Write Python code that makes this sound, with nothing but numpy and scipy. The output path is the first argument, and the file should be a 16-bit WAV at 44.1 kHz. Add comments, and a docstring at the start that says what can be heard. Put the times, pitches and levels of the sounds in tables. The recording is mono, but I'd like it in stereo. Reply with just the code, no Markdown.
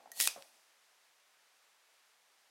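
"""Telescoping metal tripod leg, pushed shut against a palm, close up in a small room.
The thin tubes tick loose, slide with a rising friction scrape and knock together, ringing their modes.
The leg hits its end stop with a clack that rings the outer sleeve, then settles.
The foot bumps and rubs softly in the hand; faint hiss underneath."""
import sys
import numpy as np
from scipy import signal
from scipy.fft import rfft, irfft
from scipy.io import wavfile
from scipy.ndimage import uniform_filter1d

SR = 44100
rng = np.random.default_rng(int(sys.argv[2]) if len(sys.argv) > 2 else 0)


def generate_wav(sig):
    """Save sig (samples, or channels by samples) to the path in sys.argv[1] as 16-bit PCM at SR."""
    pcm = np.round(np.clip(np.atleast_2d(sig).T, -1, 1) * 32767).astype(np.int16)
    wavfile.write(sys.argv[1], SR, pcm)


N = 110250
TIME_S = np.arange(N) / SR

# sliding friction: t/s, level/dB
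SLIDE_LEVELS = [(.11, -79.5), (.14, -62.5), (.165, -50), (.197, -40.5), (.207, -33.5), (.215, -31),
                (.24, -30.5), (.255, -32.5), (.272, -34), (.279, -51), (.30, -89)]
# scrape spectrum: f/Hz, level/dB
SLIDE_SPECTRUM = [(50, -39), (250, -23), (700, -24), (1300, -30), (2300, -4.5), (3200, 1.5), (5500, 2),
                  (9000, 5.5), (12000, 4), (13500, 0), (16000, -6)]
# inner tube modes: f/Hz, level/dB, t60/s
TUBE_MODES = [(1895, -2, .08), (3090, -24, .05), (4400, -19, .04), (6197, -1.5, 0.059), (6660, 2, .04),
              (7470, -10, 0.046), (8600, -1.5, 0.036), (9324, -0.5, .04), (9880, -3.5, .025),
              (11040, 8.5, 0.011), (12600, -2.5, 0.038), (14100, 0, .03), (15300, -2, 0.016)]
# thinnest section's modes: f/Hz, level/dB, t60/s
RASP_MODES = [(4360, 3, 0.015), (7430, 7, .005), (11500, -8.5, 0.0056), (12070, 2.5, 0.012)]
# tube knocks: t/s, level/dB, contact decay/s, tilt/(dB/octave), relative ring/dB
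TUBE_KNOCKS = [(0.1165, -48, 0.0014, 3.5, 1.5), (.1958, -40, 0.0013, 5, -13.5),
               (.2009, -26, 0.0012, -0.2, -12), (.2091, -26, 0.002, 1.5, -13.5),
               (.2150, -40.5, .0012, 1, -19), (0.2214, -32.5, .002, 3, -2), (.2264, -33, .0007, 14.5, -14),
               (.2533, -38.5, 0.003, 1.5, -26), (.2848, -44, .001, -1.5, -11.5)]
# knock spectrum: f/Hz, level/dB
KNOCK_SPECTRUM = [(30, -56), (200, -18), (1100, -11.5), (1500, -1.5), (3000, -2), (6500, 0.5), (10000, -1),
                  (13000, -4), (16000, -5)]
# end stop hits: t/s, level/dB, contact decay/s, tilt/(dB/octave)
STOP_HITS = [(.2738, -21.5, .0008, 0.5), (0.4229, -53.5, 0.00086, -2)]
# clack spectrum: f/Hz, level/dB
STOP_SPECTRUM = [(30, -36), (100, -33.5), (200, -26), (900, -9), (1700, -4), (2600, 1), (4500, 4),
                 (8000, 1.5), (11500, -3), (16000, -13.5)]
# outer sleeve modes: f/Hz, level/dB, t60/s
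SLEEVE_MODES = [(2498, 0, .05), (2680, -4.5, .03), (4980, -14.5, .06)]
# foot bumps in the palm: t/s, level/dB, decay/s, f/Hz, relative thud/dB
PALM_BUMPS = [(.003, -66, 0.0022, 750, -9.5), (.0575, -56.5, 0.0046, 738, -9.5),
              (.073, -62, 0.0027, 882, -6), (.169, -61, 0.014, 756, -1), (.360, -50.5, .006, 711, -5),
              (.374, -53, 0.017, 554, -2.5)]
# thud spectrum: f/Hz, level/dB
THUD_SPECTRUM = [(30, -51), (80, -17), (140, -4), (260, 2), (400, -5), (1000, 5), (1600, -2.5),
                 (16000, -45)]
# skin rubbing the foot: t/s, level/dB
RUB_LEVELS = [(0, -64), (.08, -66), (.15, -69.5), (.24, -60), (.34, -71), (.41, -67.5), (.47, -77),
              (.6, -79)]
# rub spectrum: f/Hz, level/dB
RUB_SPECTRUM = [(30, -45), (80, -31), (160, -19.5), (260, -7), (400, -8.5), (580, 2.5), (800, 4),
                (1000, -7), (1500, -14.5), (16000, -63)]
# room decay: f/Hz, t60/s
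ROOM_DECAY = [(200, .35), (1000, .3), (4000, .25), (9000, 0.2), (16000, .2)]
# room tail spectrum: f/Hz, level/dB
ROOM_SPECTRUM = [(100, -6), (1000, 0.5), (3000, -1.5), (6000, -1), (10000, 0.5), (16000, -2.5)]
# hiss spectrum: f/Hz, level/dB
HISS_SPECTRUM = [(25, -38), (60, -31), (120, -25), (300, -15.5), (450, -7), (700, -2), (1100, -0.5),
                 (2000, 0), (5000, -4), (8000, -8), (11500, -11.5), (16000, -19.5)]
# stereo image of close sound: f/Hz, left-right correlation
NEAR_CORRELATION = [(100, 1), (1400, 0.66), (3100, .65), (6500, -.1), (15000, -.1)]
# stereo image of diffuse sound: f/Hz, left-right correlation
FAR_CORRELATION = [(100, 1), (290, 0.67), (640, 0.29), (1400, -0.04), (3100, -0.2), (8000, 0.036)]


def slide(ring_db=-9):
    """Friction scrapes and rings the tubes as they run in."""
    drive = friction() * amp(np.interp(TIME_S, *np.transpose(SLIDE_LEVELS), left=-140, right=-140))
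    return colour(drive, SLIDE_SPECTRUM) + amp(ring_db) * convolve(drive, modes(TUBE_MODES))


def rasp(start_s=.13, end_s=.199, peak_db=-45.5, rise_db_per_s=325):
    """The thinnest section runs in first; friction drives its own modes."""
    sliding = (TIME_S > start_s) * (TIME_S < end_s)
    swell = amp(peak_db - rise_db_per_s * abs(end_s - TIME_S))
    return convolve(friction() * sliding * swell, modes(RASP_MODES))


def friction(slips_per_s=7000, spread_db=4.5, slip_share=.45):
    """Smooth rubbing mixed with dense tiny slips."""
    slipping = rng.random(N) < slips_per_s / SR
    slips = slipping * amp(spread_db * np.minimum(rng.exponential(1, N), 3))
    power = 1 - slip_share + slip_share * unit_rms(slips) ** 2
    return stereo_noise(N, NEAR_CORRELATION) * np.sqrt(power)


def knocks(rise_s=.0009):
    """The sections catch on each other and ring the tubes."""
    out = np.zeros((2, N))
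    for at_s, db, decay_s, tilt, ring_db in TUBE_KNOCKS:
        add_hit(out, at_s, contact(rise_s, decay_s, KNOCK_SPECTRUM, tilt), db)
        add_hit(out, at_s + rise_s, modes(TUBE_MODES), db + ring_db)
    return out


def end_stop(rise_s=.0009, ring_db=-14.5):
    """The leg clacks on its stop and rings the sleeve, then settles with a faint tick."""
    out = np.zeros((2, N))
    for at_s, db, decay_s, tilt in STOP_HITS:
        add_hit(out, at_s, contact(rise_s, decay_s, STOP_SPECTRUM, tilt), db)
        add_hit(out, at_s + rise_s, modes(SLEEVE_MODES), db + ring_db)
    return out


def contact(rise_s, decay_s, spectrum, tilt_db_per_octave=0):
    """Brief chattering contact: a noise burst, whitened, then coloured."""
    t = TIME_S[:4096]
    envelope = np.sqrt(np.minimum(t / rise_s, 1) * np.exp(-np.maximum(t - rise_s, 0) / decay_s))
    bins = rfft(stereo_noise(len(t), NEAR_CORRELATION) * envelope)
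    white = irfft(bins / (abs(bins) + 1e-12))
    return colour(white * envelope, spectrum, tilt_db_per_octave)


def modes(table, rise_s=.00082):
    """Decaying metal modes, unit energy in sum; each has its own phase per channel."""
    t = TIME_S[:SR // 5]
    ring = np.zeros((2, len(t)))
    for hz, db, t60_s in table:
        phase = rng.uniform(-1.56, 1, (2, 1)) * min(hz / 4000, np.pi)
        ring += amp(db - 60 * t / t60_s) * np.sin(2 * np.pi * hz * t + phase)
    return unit_energy(ring * fade_in(t, rise_s))


def hand(rise_s=.0026):
    """The foot rubs in the cupped palm; each bump is a short hollow note over a dull thud."""
    rub_gain = amp(np.interp(TIME_S, *np.transpose(RUB_LEVELS), right=-140))
    out = colour(stereo_noise(N, NEAR_CORRELATION) * rub_gain, RUB_SPECTRUM)
    t = TIME_S[None, :SR // 5]
    for at_s, db, decay_s, hz, thud_db in PALM_BUMPS:
        envelope = fade_in(t, rise_s) * np.exp(-np.maximum(t - rise_s, 0) / decay_s)
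        add_hit(out, at_s, envelope * np.sin(2 * np.pi * hz * t), db)
        add_hit(out, at_s, contact(rise_s, decay_s, THUD_SPECTRUM), db + thud_db)
    return out


def room(x, t60_scale=1, delay_s=.004):
    """Diffuse tail; treble dies first."""
    hz, t, bins = signal.stft(stereo_noise(SR, FAR_CORRELATION), SR, nperseg=256)
    t60_s = t60_scale * at_hz(ROOM_DECAY, hz)[:, None]
    tail = signal.istft(bins * amp(-60 * t / t60_s), SR)[1]
    tail *= TIME_S[:tail.shape[1]] > delay_s
    return convolve(x, colour(tail / np.linalg.norm(tail[0]), ROOM_SPECTRUM))


def hiss(level_db=-66.5, drift_db=.33):
    """Room air and microphone hiss, drifting slightly in level."""
    drift = unit_rms(uniform_filter1d(rng.standard_normal(N), size=5000))
    return amp(level_db - drift_db * drift) * colour(stereo_noise(N, FAR_CORRELATION), HISS_SPECTRUM)


def stereo_noise(samples, correlation):
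    """White noise with left-right correlation set per frequency."""
    mid, side = rfft(rng.standard_normal((2, samples)))
    angle = np.arccos(np.clip(at_hz(correlation, np.fft.rfftfreq(samples, 1 / SR)), -1, 1)) / 2
    mid, side = mid * np.cos(angle), side * np.sin(angle)
    return irfft(np.array([mid + side, mid - side]), samples)


def colour(x, spectrum, tilt_db_per_octave=0):
    """Minimum-phase filter of unit energy; tilt acts above 600 Hz."""
    hz = np.fft.rfftfreq(4096, 1 / SR)
    log_gain = np.log(amp(at_hz(spectrum, hz) + tilt_db_per_octave * np.log2(np.maximum(hz, 600))))
    mirrored = np.r_[log_gain, log_gain[-2:0:-1]]
    taps = np.fft.ifft(np.exp(np.conj(signal.hilbert(mirrored)))).real[:len(hz)]
    return convolve(x, unit_energy(taps))


def add_hit(mix, at_s, sound, db):
    """Mixes in a short sound; db is its energy spread over 10 ms."""
    hit = amp(db) * unit_energy(sound) * np.sqrt(SR / 100)
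    span = mix[:, round(at_s * SR):][:, :hit.shape[1]]
    span += hit[:, :span.shape[1]]


def at_hz(table, hz):
    """Table lookup on a log-frequency axis."""
    table_hz, values = np.transpose(table)
    return np.interp(np.log(hz + 1), np.log(table_hz + 1), values)


def convolve(x, response):
    return signal.fftconvolve(x, np.atleast_2d(response), axes=1)[:, :N]


def fade_in(t, rise_s):
    return np.sin(np.pi / 2 * np.minimum(t / rise_s, 1)) ** 2


def unit_energy(x):
    return x / np.linalg.norm(x, axis=-1, keepdims=True)


def unit_rms(x):
    return x / np.sqrt(np.mean(x ** 2) + 1e-20)


def amp(db):
    return 10 ** (np.asarray(db) / 20)


def scene(pan_db=.52, room_db=-13, late_db=-27.5):
    """Leg slightly left, hand, short and long room tails, hiss."""
    leg = knocks() + end_stop() + slide() + rasp()
    near = leg * amp([[pan_db], [-pan_db]]) + hand()
    return near + amp(room_db) * room(near) + amp(late_db) * room(near, t60_scale=5.66) + hiss()


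def record(dry):
    """Low-pass at 16.1 kHz."""
    taps = signal.firwin(301, 16100, window=("kaiser", 8), fs=SR)
    return signal.oaconvolve(dry, taps[None], "same")


dry = scene()
out = record(dry)
generate_wav(out)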